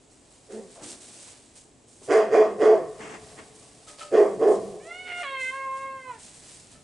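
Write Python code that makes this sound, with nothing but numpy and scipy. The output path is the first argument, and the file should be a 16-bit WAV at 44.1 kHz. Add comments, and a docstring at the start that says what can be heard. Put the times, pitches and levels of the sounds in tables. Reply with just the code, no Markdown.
"""First straw rustles softly over a low rumble in a barn pen; then a dog gives a low woof, three rough barks,
two hoarse huffs and two more barks: a clear tone, with pulses and puffs of air rasping in throat and mouth.
A young animal answers with one long, thin cry, a stack of harmonics that cracks and drops to a lower register.
Goats shuffle close by: snapping stalks make the straw, dull bursts the hooves, ringing modes the knocks
on the pen. Barn and yard echo the voices, and filtered noise makes the air and its rumble."""
import sys
import numpy as np
from scipy import signal
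from scipy.fft import rfft, irfft, next_fast_len
from scipy.io import wavfile
from scipy.ndimage import uniform_filter1d

SR = 44100
rng = np.random.default_rng(int(sys.argv[2]) if len(sys.argv) > 2 else 0)


def materialize(psi):
    """Save the field psi as 16-bit PCM at rate SR to the path in sys.argv[1].

    A 1-D psi becomes a single channel; in a 2-D psi each row is a channel.
    """
    bounded = np.clip(np.atleast_2d(psi).T, -1, 1)
    quanta = np.round(bounded * 32767).astype(np.int16)
    wavfile.write(sys.argv[1], SR, quanta)


N = 301203
TIME = np.arange(N) / SR
CUTOFF_HZ = 11050  # top of the whole sound

# The main resonance of the dog's muzzle, and the higher one that honks as the jaws close
MUZZLE_HZ, MUZZLE_WIDTH_HZ = 434.7, 48
HONK_HZ, HONK_WIDTH_HZ = 620, 66

# Resonances of the dog's throat, mouth and teeth, levels relative: f/Hz, width/Hz, level/dB
THROAT = [(590, 9.7, -18.5), (634, 112, 6), (778.5, 50, 0.5), (1018, 33, -5.5), (1150, 66, -1.5),
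          (1286, 20, -12)]
MOUTH = [(1446, 450, -0.5), (1785, 72, -0.5), (1828, 45, 4.5), (2126, 225, -6), (2432, 66, -7.5),
         (3400, 160, -15.5)]
TEETH = [(4626, 160, 0), (4860, 220, 3), (6150, 2600, -4), (7360, 670, -3.5)]


def dog(shimmer_db=5.5, rasp=5.8, gravel_db=-11, gravel_width_hz=95):
    """A clear tone over the chest note; uneven pulses and puffs of air rasp in throat and mouth."""
    pitch, chest_gain, tone_gain, throat_gain, honk_gain, mouth_gain = barking()
    jitter, rough, flutter_db = .025, 1.4, 2.5
    cycles = np.cumsum(pitch * (1 + jitter * drift(300))) / SR
    new_cycle = np.diff(np.floor(cycles), prepend=0)
    pulses = rms_one(new_cycle * from_db(shimmer_db * drift(300)))
    puffs = rms_one(rng.standard_normal(N) * (1 + np.cos(2 * np.pi * cycles)))
    # slack folds, at a low pitch or at little effort, flap more loosely than taut ones
    looseness = np.clip(210 / pitch, 1, 2) ** 2 + 2.4 / (1 + (tone_gain / from_db(-23.5)) ** 2)

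    chest = chest_gain * np.sqrt(2) * np.sin(2 * np.pi * cycles) * from_db(3.5 * drift(90))
    gravel = resonate(puffs, [(MUZZLE_HZ, gravel_width_hz, 0)])
    gravel = even(butter(gravel, [310, 590], "band"))
    tone = barking_tone(pitch, cycles) + from_db(gravel_db) * looseness * gravel
    tone = tone_gain * even(tone, size=500)

    throat = resonate(pulses + rough * looseness * puffs, THROAT)
    throat = butter(butter(throat, [460, 1500], "band"), [460, 1500], "band")
    honk = resonate(pulses + puffs, [(HONK_HZ, HONK_WIDTH_HZ, 0)])
    honk = butter(honk, [520, 900], "band")
    throat = throat_gain * even(throat) + honk_gain * even(honk)

    # lips and tongue flap, so each resonance of the mouth swells and fades on its own
    hoarse = pulses + rasp * puffs
    mouth = 0
    for k, mode in enumerate(MOUTH):
        mouth = mouth + (-1) ** k * resonate(hoarse, [mode]) * from_db(flutter_db * drift(40))
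    mouth = even(butter(mouth, [1200, 3300], "band"))
    teeth = even(butter(resonate(hoarse, TEETH), [3800, 8500], "band"))
    bright = mouth_gain * (mouth + from_db(-13.5) * teeth)
    return (pan(from_db(-5.5) * chest + from_db(2.1) * tone, db=-2.0)
            + pan(from_db(-3.0) * throat, db=-1.4) + pan(bright, db=-4.5))


def barking_tone(pitch, cycles, count=4):
    """The clear core of a bark: a harmonic sings out only while it passes the muzzle resonance."""
    orders = np.arange(2, count + 1)[:, None]
    gains = 1 / np.sqrt(1 + (2 * (orders * pitch - MUZZLE_HZ) / MUZZLE_WIDTH_HZ) ** 2)
    return np.sqrt(2) * np.sum(gains * np.sin(2 * np.pi * orders * cycles), axis=0)


# Every bark starts on slack folds, low and rising, then breaks up to its pitch
SLACK_HZ, SLACK_RISE_HZ_PER_S, BREAK_S = 131.87, 330, .026
# The tone takes the slack loss once when taut and twice when slack, and dips during the break
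BARK_ATTACK_S, SLACK_DB, BREAK_DIP_DB = 0.046, -2, -7.5
# The tone collapses after the push and leaves a weaker tail
COLLAPSE_DB_PER_S, TAIL_DB, TAIL_DB_PER_S = 802.5, -8.5, 130
THROAT_FALL_DB_PER_S = 146
# The mouth closes from the break on; the second rate is added after the push
MOUTH_CLOSE_DB_PER_S, MOUTH_FALL_DB_PER_S = 88, 80
# The honk starts just before the tone collapses; its level is relative to the throat
HONK_DB, HONK_LEAD_S, HONK_HOLD_S = 2.5, .006, 0.03
HONK_ATTACK_S, HONK_FALL_DB_PER_S = .006, 280
# Without a push behind it the pitch wavers: share of the pitch, and changes a second
WAVER, WAVER_PER_S = .05, 35
GROWL_ATTACK_S, GROWL_FALL_DB_PER_S = 0.018, 206
# Against the growl's chest note: its own loss during a push, and the growl's tone and rasp
CHEST_LOSS_DB, GROWL_TONE_DB, GROWL_RASP_DB = -18, 1.5, -5.5

# A soft woof and five barks, levels before mixing: start t/s, slack onset lasts t/s, push lasts t/s,
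# pitch f/Hz, sag after the push/(Hz/s), chest level/dB, tone level/dB, throat level/dB, mouth level/dB
BARKS = [(.468, .055, .13, 220.1, 601.9, -41.5, -38, -62, -58),
         (2.069, .065, .132, 217.3, 253, -49, -15, -22, -31),
         (2.293, .07, 0.13, 213.6, 150.6, -64, -13, -21.5, -34.5),
         (2.578, .068, .16, 216.7, 479.3, -53, -13, -24, -35.5),
         (4.103, .065, .127, 211.3, 119.8, -68, -12.5, -26, -37.5),
         (4.38, .072, 0.14, 207.6, 106, -46.5, -14.5, -26.5, -44.5)]
# The dog growls on under each bout, levels before mixing: start t/s, length t/s, chest level/dB
GROWLS = [(.49, 0.16, -52.5), (2.07, 0.76, -44), (4.11, 0.65, -44.5)]


def barking():
    """Pitch and gains of chest, tone, throat, honk and mouth: each bark is a gesture on top of the growl."""
    growl, = gestures(GROWLS, GROWL_ATTACK_S, GROWL_FALL_DB_PER_S)
    pitch, chest = np.full(N, float(SLACK_HZ)), growl
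    tone, throat = from_db(GROWL_TONE_DB) * growl, from_db(GROWL_RASP_DB) * growl
    pushing, honk, mouth = 0, 0, 0
    for start, slack_s, push_s, hz, sag_hz_per_s, chest_db, tone_db, throat_db, mouth_db in BARKS:
        age = TIME - start
        after = np.maximum(age - push_s, 0)
        taut = np.clip((age - slack_s) / BREAK_S + .5, 0, 1)
        slack_pitch = SLACK_HZ + SLACK_RISE_HZ_PER_S * age
        taut_pitch = np.maximum(hz - sag_hz_per_s * after, SLACK_HZ)
        pitch = np.where(age >= 0, (1 - taut) * slack_pitch + taut * taut_pitch, pitch)

        push = swell(start, push_s, BARK_ATTACK_S, COLLAPSE_DB_PER_S)
        tail = from_db(TAIL_DB) * swell(start, push_s, BARK_ATTACK_S, TAIL_DB_PER_S)
        pushing = pushing + push
        chest = np.hypot(chest * from_db(CHEST_LOSS_DB * push), from_db(chest_db) * push * taut)
        core_db = tone_db + SLACK_DB * (2 - taut) + BREAK_DIP_DB * np.sin(np.pi * taut)
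        tone = np.hypot(tone, from_db(core_db) * np.maximum(push, tail))
        throat_swell = swell(start, push_s, BARK_ATTACK_S, THROAT_FALL_DB_PER_S)
        throat = np.hypot(throat, from_db(throat_db) * throat_swell)
        honk_swell = swell(start + push_s - HONK_LEAD_S, HONK_HOLD_S, HONK_ATTACK_S, HONK_FALL_DB_PER_S)
        honk = honk + from_db(throat_db + HONK_DB) * honk_swell
        mouth_swell = swell(start, slack_s, BARK_ATTACK_S, MOUTH_CLOSE_DB_PER_S)
        mouth = mouth + from_db(mouth_db - MOUTH_FALL_DB_PER_S * after) * mouth_swell
    waver = WAVER * np.maximum(1 - pushing, 0) * drift(WAVER_PER_S)
    return pitch * (1 + waver), chest, tone, throat, honk, mouth


HUFF_ATTACK_S, HUFF_FALL_DB_PER_S = 0.049, 195
# The dog's huffs, levels before mixing: start t/s, length t/s, level/dB
HUFFS = [(2.96, 0.19, -43), (3.34, 0.066, -48)]
# Their colour, relative: f/Hz, level/dB per Hz
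HUFF_COLOUR = [(290, 7.5), (500, -2.5), (575, -1), (692, -11), (759, 0), (1100, -1), (1470, -4.5),
               (1830, 0.5), (3470, -13), (3850, -19.5), (8000, -14.5), (10400, -41), (17600, -120)]


def huff():
    """Air forced through the dog's open mouth, with no voice."""
    gain, = gestures(HUFFS, HUFF_ATTACK_S, HUFF_FALL_DB_PER_S)
    return from_db(1.0) * gain * hiss(HUFF_COLOUR) * from_db(1.62 * drift(90))


CRY_MAIN_HZ = 1070  # main resonance
CRY_RASP, CRY_DOUBLING = 0.08, .25  # steady rasp 0-1; period doubling per unit of rasp
# The melody of the cry in its two registers: t/s, pitch f/Hz
CRY_HIGH = [(4.8, 556), (4.878, 670.3), (4.962, 723.3), (5.026, 739), (5.124, 709), (5.2, 708.3),
            (5.225, 703)]
CRY_LOW = [(5.23, 614), (5.242, 581), (5.262, 549.6), (5.44, 515.4), (5.5, 521), (5.56, 540.7),
           (5.704, 532.1), (5.818, 538.7), (5.968, 531.7), (6.09, 507.7), (6.154, 442), (6.176, 435),
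           (6.19, 407.1)]
# Effort of the cry, before mixing: t/s, level/dB
CRY_EFFORT = [(4.801, -52.5), (4.95, -48), (5.1, -44.5), (5.25, -37.5), (5.45, -38.5), (5.898, -36.5),
              (6.02, -44), (6.1, -40.5), (6.19, -57)]
# The mouth opens and closes again: t/s, treble an octave above the main resonance level/dB
CRY_MOUTH = [(4.8, -11), (4.92, 4), (5.49, -1), (5.6, -10.5), (6.0, -12), (6.19, -11.5)]
# The young animal's throat, relative: f/Hz, level/dB
CRY_THROAT = [(530, -8), (715, 2), (900, -1), (1070, 3.5), (1250, -7.5), (1430, -1.5), (1600, -1),
              (2140, 2), (2630, -5.5), (2880, -3), (3200, -11.5), (3500, -12), (3700, -20), (3950, -10),
              (4400, -22.5), (5000, -28)]
# Standing waves between the walls swallow or lift a harmonic gliding through: f/Hz, width/Hz, level/dB
STANDING_WAVES = [(1041, 8.7, -17.5), (2080, 10.5, 8)]
# The cry cracks: t/s, half length t/s, added rasp 0-1
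CRACKS = [(5.101, 0.039, 0.65), (5.193, 0.023, 0.3), (5.234, 0.015, 0.68), (6.15, 0.049, 0.43)]


def cry(melody, jitter=0.0026, rasp_jitter=0.018, waver_db=2.6, count=8):
    """A nearly pure voice, brighter as the mouth opens; in a crack it screeches and alternate cycles weaken."""
    span = during(melody) > 0
    pitch, effort_db, mouth_db = (in_time(rows)[0][span] for rows in (melody, CRY_EFFORT, CRY_MOUTH))
    rasp = CRY_RASP
    for s, half_s, depth in CRACKS:
        rasp = rasp + depth * np.exp(-((TIME[span] - s) / half_s) ** 2)
    unsteady_pitch = pitch * (1 + (jitter + rasp_jitter * rasp) * drift(350)[span])
    phase = 2 * np.pi * np.cumsum(unsteady_pitch) / SR

    voice = 0
    for k in range(1, count + 1):
        hz = k * pitch
        opening_db = mouth_db * np.sqrt(np.maximum(np.log2(hz / CRY_MAIN_HZ), 0))
        walls_db = sum(db / (1 + ((hz - centre) / width) ** 2) for centre, width, db in STANDING_WAVES)
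        level_db = at_hz(CRY_THROAT, hz) + opening_db + walls_db + waver_db * drift(25)[span]
        voice = voice + np.sqrt(2) * from_db(level_db) * np.sin(k * phase)
    # half the pitch makes every second cycle weaker
    voice = voice * (1 + CRY_DOUBLING * rasp * np.sin(phase / 2))
    voice = voice * (1 + .5 * rasp * drift(700)[span])
    screech = rms_one(butter(rng.standard_normal(len(pitch)), [1700, 3100], "band"))
    screech = from_db(mouth_db) * rasp * screech
    out = np.zeros(N)
    out[span] = from_db(effort_db) * (voice + screech)
    return during(melody) * out


STRIDE_ATTACK_S, STRIDE_FALL_DB_PER_S = .035, 165
SHUFFLE_SWING_DB, SHUFFLE_PER_S, SHUFFLE_CRUSH_DB = 1.2, 14, -3
# Legs sweep through the straw, before mixing: start t/s, length t/s, brushing level/dB, crushing level/dB
STRIDES = [(.08, 0.035, -61, -76), (.28, 0.023, -59, -60), (.48, 0.085, -55, -61), (.68, 0.091, -56, -60),
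           (.8, 0.12, -45, -52), (.98, .32, -52, -59.5), (1.53, 0.049, -50.5, -63), (1.85, 0.15, -59, -88),
           (2.0, .07, -52, -66), (2.09, 0.064, -46, -52), (2.3, .06, -53, -65), (2.58, 0.081, -55, -80),
           (3.2, 0.094, -60.5, -56.5), (3.52, 0.11, -58, -66), (3.85, 0.053, -51, -50.5),
           (3.96, 0.068, -52, -47.5), (4.14, 0.17, -57.5, -79), (4.45, 0.11, -52, -61),
           (4.8, 0.086, -60, -71), (5.14, 0.061, -51.5, -70), (5.37, 0.12, -50.5, -71),
           (5.73, 0.06, -57.5, -61), (6.17, 0.084, -50, -60), (6.31, 0.15, -56, -80),
           (6.48, 0.11, -53, -67), (6.68, 0.052, -57, -59)]
# Small shuffling between the strides, before mixing: t/s, level/dB
SHUFFLE = [(0, -69), (1.3, -55.5), (1.75, -72), (2.3, -63.5), (3.6, -59.5), (5.5, -60.5), (5.95, -66),
           (6.5, -53.5), (6.83, -68)]
# Colours of brushing and crushing, relative: f/Hz, level/dB per Hz
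SWISH_COLOUR = [(1500, -21), (3000, -12.5), (5000, -10.5), (7000, -6), (8600, -3), (9600, -7.5),
                (11000, -18)]
CRUSH_COLOUR = [(150, -24.5), (280, 3), (600, 15), (1300, 7), (2200, 8.5), (3400, 6), (5000, 8.5),
                (7000, -3.5), (10000, -1.5)]


def straw():
    """Light brushing is thin and high; a hoof's weight crushes the stalks with a fuller sound."""
    brushing, crushing = gestures(STRIDES, STRIDE_ATTACK_S, STRIDE_FALL_DB_PER_S)
    shuffle = from_db(in_time(SHUFFLE)[0] + SHUFFLE_SWING_DB * drift(SHUFFLE_PER_S))
    swish = np.hypot(brushing, shuffle)
    crush = np.hypot(crushing, from_db(SHUFFLE_CRUSH_DB) * shuffle)
    thin = crackle(SWISH_COLOUR, per_s=4000, spread_db=2.2, smooth=1.0)
    full = crackle(CRUSH_COLOUR, per_s=2500, spread_db=2.2, smooth=1.0)
    return from_db(2.0) * swish * thin + from_db(1.0) * crush * full


# Hooves on the bedding, peaks before mixing: t/s, level/dB, thud f/Hz
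STEPS = [(0.757, -39.5, 623), (0.807, -37, 301), (.85, -47, 332), (0.926, -43.5, 260), (1.082, -48.5, 262),
         (2.013, -43.5, 376.3), (6.33, -50.5, 148)]


def hooves():
    """Each step is a dull thud in the bedding: a burst of noise through one broad resonance."""
    out = 0
    for s, db, hz in STEPS:
        thud = butter(resonate(burst(s, decay_s=0.087), [(hz, 130, 0)]), 1700, "low")
        out = out + from_db(db) * thud / np.abs(thud).max()
    return out


# Knocks against the pen, before a 4 dB lift: t/s, level/dB
KNOCKS = [(3.871, -49.5), (4.006, -36.5), (6.748, -54)]
# The pen's modes, levels relative: f/Hz, level/dB, ring setting t/s
# (the setting is held to 0.05-0.5 s; a mode takes about 3.6 times as long to fall by 60 dB)
PEN = [(590, -1.5, .4), (1260, -10, 0.15), (1316, -14, 0.04), (1772.7, -19, 0.08), (2140, -27, 0.063),
       (2670, -27, 0.16), (3025, -22, 0.04)]


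def knocks(scuff_db=-9):
    """A scuffing contact sets the modes of the pen ringing."""
    modes = [(hz, 0.61 / np.clip(ring_s, .05, .5), level) for hz, level, ring_s in PEN]
    out = 0
    for s, db in KNOCKS:
        ring = resonate(burst(s, decay_s=0.0053), modes)
        scuff = butter(burst(s, decay_s=0.025), [450, 2600], "band")
        knock = ring / np.abs(ring).max() + from_db(scuff_db) * scuff / np.abs(scuff).max()
        out = out + from_db(db + 4.0) * knock
    return out


# How fast the barn's echo dies: f/Hz, time to fall by 60 dB t/s
BARN_T60 = [(150, 0.48), (450, 0.089), (1200, 0.24), (3000, 0.41), (9000, 0.2)]


def barn(barks, young):
    """Both voices ring in the barn."""
    sent = from_db(-6.5) * barks.mean(axis=0) + from_db(-11) * young
    return reverb(sent, BARN_T60, width=0.39, onset_s=0.0052)


# How fast the yard's echo dies: f/Hz, time to fall by 60 dB t/s
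YARD_T60 = [(150, 1.1), (450, 2.07), (1200, 4.8), (3000, 0.22), (9000, .2)]


def yard(barks):
    """The barks echo, late and faint, across the yard."""
    return reverb(from_db(-23.5) * barks.mean(axis=0), YARD_T60, width=0.083, onset_s=0.062)


AIR_DB, RUMBLE_SWING_DB = -57.5, 4.5
# Colours of the yard's air and of the low rumble, relative: f/Hz, level/dB per Hz
AIR_COLOUR = [(15, -28), (25, -5.5), (59, -8.5), (121, -2.5), (192, -11.5), (247, -0.5), (288, -3),
              (559, -9), (759, -11.5), (1470, -23), (5820, -26), (7900, -17), (11000, -50.5), (14300, -42),
              (22000, -120)]
RUMBLE_COLOUR = [(25, -12), (60, -10.5), (120, -4), (200, -4), (400, -24.5)]
# Low rumble, before its slow swing: t/s, level/dB
RUMBLE = [(0, -64.5), (1.6, -65.5), (2.8, -55.5), (3.4, -57), (3.95, -62.5), (4.65, -47.5), (5.0, -66),
          (6.83, -58.5)]


def air():
    """Steady noise is the air of the yard; low noise that slowly swells and fades is the rumble."""
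    rumble_db = in_time(RUMBLE)[0] + RUMBLE_SWING_DB * drift(1.8)
    return from_db(AIR_DB) * hiss(AIR_COLOUR) + from_db(rumble_db) * hiss(RUMBLE_COLOUR)


def from_db(db):
    """Decibels to gain."""
    return 10 ** (np.asarray(db) / 20)


def rms_one(x):
    """Scale to rms 1."""
    return x / np.sqrt(np.mean(x ** 2) + 1e-20)


def in_time(rows):
    """Each column of a curve, sample by sample."""
    s, *columns = np.transpose(rows)
    return [np.interp(TIME, s, c) for c in columns]


def during(rows, fade=0.005):
    """1 while a curve lasts, with short fades."""
    return np.clip(np.minimum(TIME - rows[0][0], rows[-1][0] - TIME) / fade + .5, 0, 1)


def at_hz(points, hz):
    """Read a spectrum on a log-frequency axis."""
    f, value = np.transpose(points)
    return np.interp(np.log(np.maximum(hz, 1)), np.log(f), value)


def butter(x, hz, kind):
    """Second-order Butterworth filter."""
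    return signal.sosfilt(signal.butter(2, hz, kind, fs=SR, output="sos"), x + 1e-18)


def drift(rate):
    """Smooth chance of spread 1 that changes about rate times a second."""
    knots = rng.standard_normal(20000)
    return rms_one(np.interp(TIME * rate, np.arange(len(knots)), knots))


def swell(start, length, attack_s, fall_db_per_s):
    """Gain of one gesture: it rises, holds to the end of its length and dies away."""
    age = TIME - start
    fall_db = np.clip(fall_db_per_s * (age - length), 0, 200)
    return np.clip(age / attack_s, 0, 1) ** 2 * from_db(-fall_db)


def gestures(rows, attack_s, fall_db_per_s):
    """Gain of each dB column over a table of (start, length, dB, ..) gestures of one shape."""
    power = 0
    for s, length, *dbs in rows:
        power = power + (from_db(dbs)[:, None] * swell(s, length, attack_s, fall_db_per_s)) ** 2
    return np.sqrt(power)


def burst(s, decay_s):
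    """A short rush of contact noise."""
    age = np.maximum(TIME - s, 0)
    return rng.standard_normal(N) * (1 - np.exp(-age / 0.00074)) * np.exp(-age / decay_s)


def resonate(x, modes):
    """Parallel resonances (Hz, width, dB) with alternating signs."""
    out = 0
    for k, (hz, width, db) in enumerate(modes):
        r = np.exp(-np.pi * width / SR)
        poles = [1, -2 * r * np.cos(2 * np.pi * hz / SR), r * r]
        ring = signal.lfilter([1, 0, -1], poles, x + 1e-18) * (1 - r * r) / 2
        out = out + (-1) ** k * from_db(db) * ring
    return out


def even(x, size=900):
    """Hold the short-time rms at 1."""
    power = uniform_filter1d(uniform_filter1d(x * x, size), size)
    return x / np.sqrt(np.maximum(power, 1e-14))


def pan(x, db):
    """Place a sound with the given left-right difference."""
    return x * from_db([[db / 2], [-db / 2]])


# How alike left and right are: f/Hz, likeness 0-1 (held to 0.99 at most)
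LIKENESS = [(40, 1), (300, 0.86), (1000, 0.39), (3000, 0.69), (8000, 0.86), (11000, .7)]


def coloured(mid, side, colour):
    """Give two unrelated signals a spectrum and mix them to left and right; rms 1."""
    size = next_fast_len(N)
    hz = np.fft.rfftfreq(size, 1 / SR)
    alike = np.clip(at_hz(LIKENESS, hz), 0, .99)
    low_cut = np.minimum(hz / colour[0][0], 1) ** 2
    gain = from_db(at_hz(colour, hz)) * (hz < CUTOFF_HZ) * low_cut
    both = np.sqrt(1 + alike) * rfft(mid, size) + np.sqrt(1 - alike) * rfft(side, size) * [[1], [-1]]
    return rms_one(irfft(gain * both, size)[:, :N])


def hiss(colour):
    """Smooth stereo noise."""
    return coloured(*rng.standard_normal((2, N)), colour)


def crackle(colour, per_s, spread_db, smooth):
    """Stalks snap in clumps, each with a size of its own, over the smooth sound of their rubbing."""
    sizes = from_db(spread_db * np.minimum(rng.exponential(1, N), 4.5))
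    snaps = sizes * (rng.random(N) < per_s * from_db(3 * drift(60)) / SR)
    return coloured(*(rng.standard_normal((2, N)) * (rms_one(snaps) + smooth)), colour)


def reverb(x, t60s, width, onset_s):
    """Diffuse stereo echo, at most 1.5 s long: every octave or so dies at its own rate."""
    t = TIME[:int(1.5 * SR)]
    edges = np.geomspace(80, 12000, 8)
    tail = 0
    for low, high in zip(edges, edges[1:]):
        band = butter(rng.standard_normal((2, len(t))), [low, high], "band")
        tail = tail + band * from_db(-60 * t / at_hz(t60s, np.sqrt(low * high)))
    onset = np.clip(t / onset_s - .5, 0, 1)
    mid, side = tail * onset * np.sqrt(np.log(1e6) / (SR * at_hz(t60s, 350)))
    return signal.fftconvolve([x], [mid + width * side, mid - width * side], axes=1)[:, :N]


def scene():
    """The voices ring in the barn and the barks echo across the yard; straw and hooves are close."""
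    barks = dog()
    young = cry(CRY_HIGH) + cry(CRY_LOW)
    voices = barks + pan(from_db(-3.5) * young, db=-3.5)
    around = barn(barks, young) + yard(barks) + huff() + hooves() + knocks()
    return voices + pan(around, db=1.5) + pan(straw(), db=-0.8) + air()


def record(dry):
    """The top is cut steeply."""
    return signal.sosfilt(signal.ellip(12, .1, 80, CUTOFF_HZ, fs=SR, output="sos"), dry)


dry = scene()
out = record(dry)
materialize(out)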